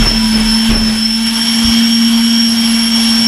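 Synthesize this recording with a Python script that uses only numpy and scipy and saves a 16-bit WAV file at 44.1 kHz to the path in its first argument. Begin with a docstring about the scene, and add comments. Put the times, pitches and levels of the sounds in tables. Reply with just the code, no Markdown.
"""On a jet car, behind its idling turbine: the frame hums once per shaft turn, the compressor blades whistle
at 24 and 48 times that, and weaker multiples of the shaft speed sing in the intake hiss, which is filtered noise.
Afterburner pops ring the chassis as fading sines and leave a roar of noise; duller pops come from farther off.
A thin whistle, a single sine, glides down through most of the first second, then creeps up, growing louder,
and stops abruptly."""
import sys
import numpy as np
from scipy import signal
from scipy.fft import rfft, irfft, next_fast_len
from scipy.io import wavfile
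from scipy.ndimage import uniform_filter1d, map_coordinates

SR = 44100
rng = np.random.default_rng(int(sys.argv[2]) if len(sys.argv) > 2 else 0)


def amplitude_ratio(level_db):
    """Convert a level in decibels to the matching linear amplitude (field) ratio."""
    exponent = np.asarray(level_db, float) / 20
    return 10 ** exponent


def materialize(psi):
    """Save the field psi as 16-bit PCM at rate SR to the path in sys.argv[1].

    A 1-D psi becomes a single channel; in a 2-D psi each row is a channel.
    """
    bounded = np.clip(np.atleast_2d(psi).T, -1, 1)
    quanta = np.round(bounded * 32767).astype(np.int16)
    wavfile.write(sys.argv[1], SR, quanta)


N = 144207  # length in samples

# The thin whistle's path. Each row: time in seconds, pitch in Hz, level in dB.
WHISTLE_PATH = [(0, 960, -40), (.1, 965, -39), (.19, 985, -34.5), (.22, 980, -32), (.29, 970, -34),
                (.33, 945, -40), (.44, 930, -35), (.48, 924, -32), (.57, 915, -28), (.61, 905, -43),
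                (.66, 895, -34), (.72, 885, -50), (1.0, 878, -53), (1.1, 890.7, -41), (1.42, 912, -34.5),
                (1.45, 910, -61), (3.27, 915, -76)]
# Near pops. Each row: start in seconds, chassis level in dB, roar level in dB.
NEAR_POPS = [(.004, -7, -12.5), (0.319, -23, -18), (0.691, -8, -14), (.84, -40, -28)]
# Duller, far pops and their slaps. Each row: time in seconds, peak in dB.
DULL_POPS = [(1.655, -10.5), (1.685, -15), (1.702, -17)]
# How the chassis rings. Each row: pitch in Hz, level in dB against the pop, time to fall 60 dB in seconds.
CHASSIS_RINGS = [(39.35, -0.5, 0.84), (119, -5.5, 0.15), (167, -23, 0.21)]
# The chassis' after-shake. Each row: time in seconds, level in dB.
AFTER_SHAKE = [(0, -34), (.2, -30), (.48, -22.5), (.62, -33), (.95, -33), (1.1, -30), (1.45, -43),
               (3.27, -41.5)]
# Tone colour of the roar, only its shape counts. Each row: frequency in Hz, level in dB.
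ROAR_COLOUR = [(40, 0.5), (120, 0.5), (400, -6.5), (900, -12), (1800, -11.5), (3000, -15), (8000, -55)]
# Tone colour of the hiss before the duct, only its shape counts. Each row: frequency in Hz, level in dB.
HISS_COLOUR = [(15, -68), (25, -27.5), (168, -17.5), (226, -8.5), (377, -27.5), (2280, -18), (2540, -19.5),
               (3230, -18.5), (4830, -26), (5530, -16.5), (6320, -26), (11100, -31), (15300, -43.5)]
# Resonances and dips of the intake duct. Each row: centre in Hz, width in Hz, boost or cut in dB.
DUCT = [(610, 120, -3), (880, 280, 3), (1260, 200, -3), (1540, 100, 2.5), (2130, 93, -6.5), (2253, 130, 4),
        (2492, 120, -10), (3234, 355, 9.5), (3900, 300, -1.5), (4605, 110, 8), (4730, 130, -8),
        (5340, 540, 8.5), (5730, 210, -8.5), (7830, 110, 6), (8820, 140, -1.5), (9600, 590, -3),
        (12300, 710, -2.5), (13400, 820, 7)]
# Shaft speed, which sags and recovers around the pops. 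Each row: time in seconds, speed in turns per second.
SHAFT_SPEED = [(0, 226), (.09, 223), (.15, 221.8), (.24, 221.6), (.39, 218.9), (.51, 221.1), (.63, 224.2),
               (.69, 225), (.81, 221.5), (.92, 219.4), (1.05, 221.6), (1.2, 225), (1.35, 227.2),
               (1.47, 228.1), (1.72, 229.3), (2.2, 230.1), (2.38, 230.2), (2.75, 228.7), (3.0, 228.05),
               (3.27, 227.6)]
# How loud the turbine's sounds are heard, with brief dips in level after pops. Each row: time in seconds,
# base of hiss and shaft orders in dB, frame hum in dB, blade whistle in dB, its octave in dB.
HEARD_LEVELS = [(0.0, -31, -10, -22.5, -33), (0.08, -31, -33, -12, -32), (0.1, -32.5, -19, -9.5, -33),
                (0.15, -33.5, -15, -19.5, -35), (0.24, -32, -12, -12, -32), (0.33, -32, -13.5, -21, -30),
                (0.36, -33, -11.5, -14, -34), (0.39, -31, -13.5, -26, -28), (0.42, -31.5, -11.5, -16, -33),
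                (0.44, -32, -13, -28, -34), (0.49, -31.5, -12.5, -14, -25.5),
                (0.64, -32, -12.5, -19.5, -31), (0.66, -29.5, -12.5, -26, -24.5),
                (0.7, -31, -10.5, -25, -34), (0.77, -35, -19.5, -17, -28.5), (0.81, -34.5, -12, -20, -36),
                (0.95, -33.5, -15, -19, -30), (1.1, -34, -16, -16, -32.5), (1.25, -33.5, -15, -20.5, -30),
                (1.27, -30, -15, -26, -22.5), (1.29, -32, -17.5, -13.5, -30), (1.32, -33, -15, -30, -28),
                (1.35, -31, -17.5, -18.5, -25), (1.79, -29.5, -10.5, -20, -31.5),
                (1.96, -32.5, -12, -16, -30), (2.15, -31, -9.5, -21.5, -30), (2.41, -32.5, -12.5, -15, -29),
                (2.73, -30, -12, -22.5, -26.5), (2.8, -31, -14.5, -14, -25), (2.9, -32, -15.5, -19, -25.5),
                (2.92, -30, -15, -19, -37), (2.95, -30.5, -13.5, -14.5, -28),
                (3.02, -29.5, -13.5, -17, -25), (3.27, -30, -13.5, -15, -31)]
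# Clean shaft orders. Each row: multiple of shaft speed (rounded when played), level in dB over the hiss base,
# dB gained per extra turn per second (limited when played).
SHAFT_ORDERS = [(2, -16.5, -1.5), (3.003, -14, .9), (7, -11, -1.2), (9.99, -6, 1), (10.96, -13, -1.5),
                (12.05, -5.5, -0.35), (13.03, 1, 0.8), (14.01, 3.5, 1.5), (18, -10.5, .3), (20.01, -8.5, 0),
                (21, -17.5, -0.8), (22, -12, 2.5), (30, -22, 4), (31, -20, -1), (34.1, -12.5, 5),
                (38, -17, 3)]
# Blade whistles, frayed by turbulence. Each row: multiple of shaft speed, core fray in dB against the pure tone,
# core width in Hz, skirt fray in dB against the pure tone, skirt width in Hz.
BLADE_WHISTLES = [(24, -6, 55, -6, 220), (48, -5, 70, -1.5, 700)]


def unit(x):
    """Scales a signal to an rms of 1."""
    return x / np.sqrt(np.mean(np.abs(x) ** 2) + 1e-20)


def curves(rows):
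    """Joins the rows of a table by straight lines: one curve for each column after the time."""
    seconds, *columns = np.transpose(rows)
    return [np.interp(np.arange(N) / SR, seconds, column) for column in columns]


def wobble(rate):
    """A smooth random curve through rate random points a second."""
    return map_coordinates(rng.standard_normal(400), [np.arange(N) * rate / SR])


def coloured(points, x):
    """Filters x to the tone colour in points, joined on a log frequency axis."""
    point_hz, db = np.transpose(points)
    size = next_fast_len(N + 8192)
    hz = np.fft.rfftfreq(size, 1 / SR)
    gain = amplitude_ratio(np.interp(np.log(hz + 1), np.log(point_hz + 1), db))
    return irfft(rfft(x, size) * gain, size)[:N]


def fray(width_hz):
    """Slow complex noise of rms 1; multiplying a tone by it smears the tone over about width_hz."""
    hz = np.fft.fftfreq(N, 1 / SR)
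    white = rng.standard_normal(N) + 1j * rng.standard_normal(N)
    return unit(np.fft.ifft(white / (1 + (2 * hz / width_hz) ** 2)))


def whistle():
    """A thin sine: first a falling tone, then a rise near four times the shaft speed that stops abruptly."""
    hz, db = curves(WHISTLE_PATH)
    phase = 2 * np.pi * np.cumsum(hz) / SR
    return np.sqrt(2) * amplitude_ratio(db + 1.9 * wobble(24.1)) * np.sin(phase)


def roar_swell(age):
    """A roar's loudness at a given age in seconds: a quick rise, then a steady decay in dB."""
    rise_s, fall_60db_s = 0.019, 0.72
    return (1 - np.exp(-age / rise_s)) * amplitude_ratio(-60 * age / fall_60db_s)


def pops():
    """Near pops ring the chassis and leave a dying roar; far pops are single dull pushes with a faint roar."""
    t = np.arange(N) / SR
    thumps, roar_size = np.zeros(N), np.zeros(N)
    for start, thump_db, roar_db in NEAR_POPS:
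        age = np.clip(t - start, 0, None)
        for hz, db, fall_60db_s in CHASSIS_RINGS:
            thumps += amplitude_ratio(thump_db + db - 60 * age / fall_60db_s) * np.sin(2 * np.pi * hz * age)
        roar_size += amplitude_ratio(roar_db) * roar_swell(age)
    for start, db in DULL_POPS:
        u = (t - start) / 0.0036  # pulse width in seconds
        thumps += amplitude_ratio(db) * (1 - u ** 2) * np.exp(-u ** 2 / 2)
        roar_size += amplitude_ratio(db - 26) * roar_swell(np.clip(t - start, 0, None))
    lumps = amplitude_ratio(2 * wobble(45.2))  # uneven loudness of the roar
    roar = roar_size * lumps * unit(coloured(ROAR_COLOUR, rng.standard_normal(N)))
    lowest_ring = np.exp(2j * np.pi * CHASSIS_RINGS[0][0] * t)
    shake = np.sqrt(2) * np.real(unit(1 + 0.64 * fray(3.6)) * lowest_ring)
    return thumps + roar + amplitude_ratio(curves(AFTER_SHAKE)[0]) * shake


def hiss():
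    """Intake air: noise with slightly patchy loudness, shaped by the duct's resonances."""
    patchy_db, over_base_db = 1.5, 12
    grid = signal.stft(rng.standard_normal(N), nperseg=512)[2]
    patches = uniform_filter1d(rng.standard_normal(grid.shape), size=6, axis=0)  # smooth over frequency
    patches = uniform_filter1d(patches, size=12, axis=1)  # smooth over time
    patchy = signal.istft(grid * amplitude_ratio(patchy_db * unit(patches)), nperseg=512)[1][:N]
    air = coloured(HISS_COLOUR, patchy)
    hz = np.fft.rfftfreq(N, 1 / SR)
    duct_db = sum(db / (1 + (2 * (hz - centre) / width) ** 2) for centre, width, db in DUCT)
    return amplitude_ratio(over_base_db) * unit(irfft(rfft(air) * amplitude_ratio(duct_db), N))


def turbine():
    """Hum, shaft orders and blade whistles all follow whole multiples of one shaft speed; hiss joins them."""
    usual_turns, order_waver_db, order_waver_rate = 229, 2, 16  # turns per second, dB, points per second
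    hum_fuzz_db, hum_fuzz_hz = -21.5, 26.6
    turns = curves(SHAFT_SPEED)[0]
    base_db, hum_db, *blade_dbs = curves(HEARD_LEVELS)
    angle = 2 * np.pi * np.cumsum(turns) / SR

    def tone(multiple, shape):
        """A sine at a whole multiple of the shaft speed, its size and phase set by shape."""
        return np.sqrt(2) * np.real(shape * np.exp(1j * round(multiple) * angle))

    hum = tone(1, 1 + amplitude_ratio(hum_fuzz_db) * fray(hum_fuzz_hz))
    orders = np.zeros(N)
    for multiple, db, gain_per_turn in SHAFT_ORDERS:
        speed_db = np.clip(gain_per_turn, -.4, 1.2) * (turns - usual_turns)
        level = amplitude_ratio(db + speed_db + order_waver_db * wobble(order_waver_rate))
        random_phase = np.exp(2j * np.pi * rng.random())
        orders += tone(multiple, level * random_phase)
    blades = np.zeros(N)
    for db, (multiple, core_db, core_hz, skirt_db, skirt_hz) in zip(blade_dbs, BLADE_WHISTLES):
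        frayed = unit(1 + amplitude_ratio(core_db) * fray(core_hz) + amplitude_ratio(skirt_db) * fray(skirt_hz))
        blades += tone(multiple, amplitude_ratio(db) * frayed)
    return amplitude_ratio(hum_db) * hum + blades + amplitude_ratio(base_db) * (orders + hiss())


def scene():
    """Adds all sources at one microphone."""
    return (whistle() + pops() + turbine())[None]


def roll_off(x):
    """The treble ends steeply here."""
    return signal.sosfilt(signal.butter(12, 15490, fs=SR, output="sos"), x)


def record(dry):
    """Rounds off the peaks softly and cuts off the top of the treble."""
    ceiling, knee, top_hz = 1.15, 6, 15220  # a higher knee bends more sharply
    clipped = dry / (1 + np.abs(dry / ceiling) ** knee) ** (1 / knee)
    mix = irfft(rfft(clipped) * (np.fft.rfftfreq(N, 1 / SR) < top_hz), N)
    return roll_off(mix)


dry = scene()
out = record(dry)
materialize(out)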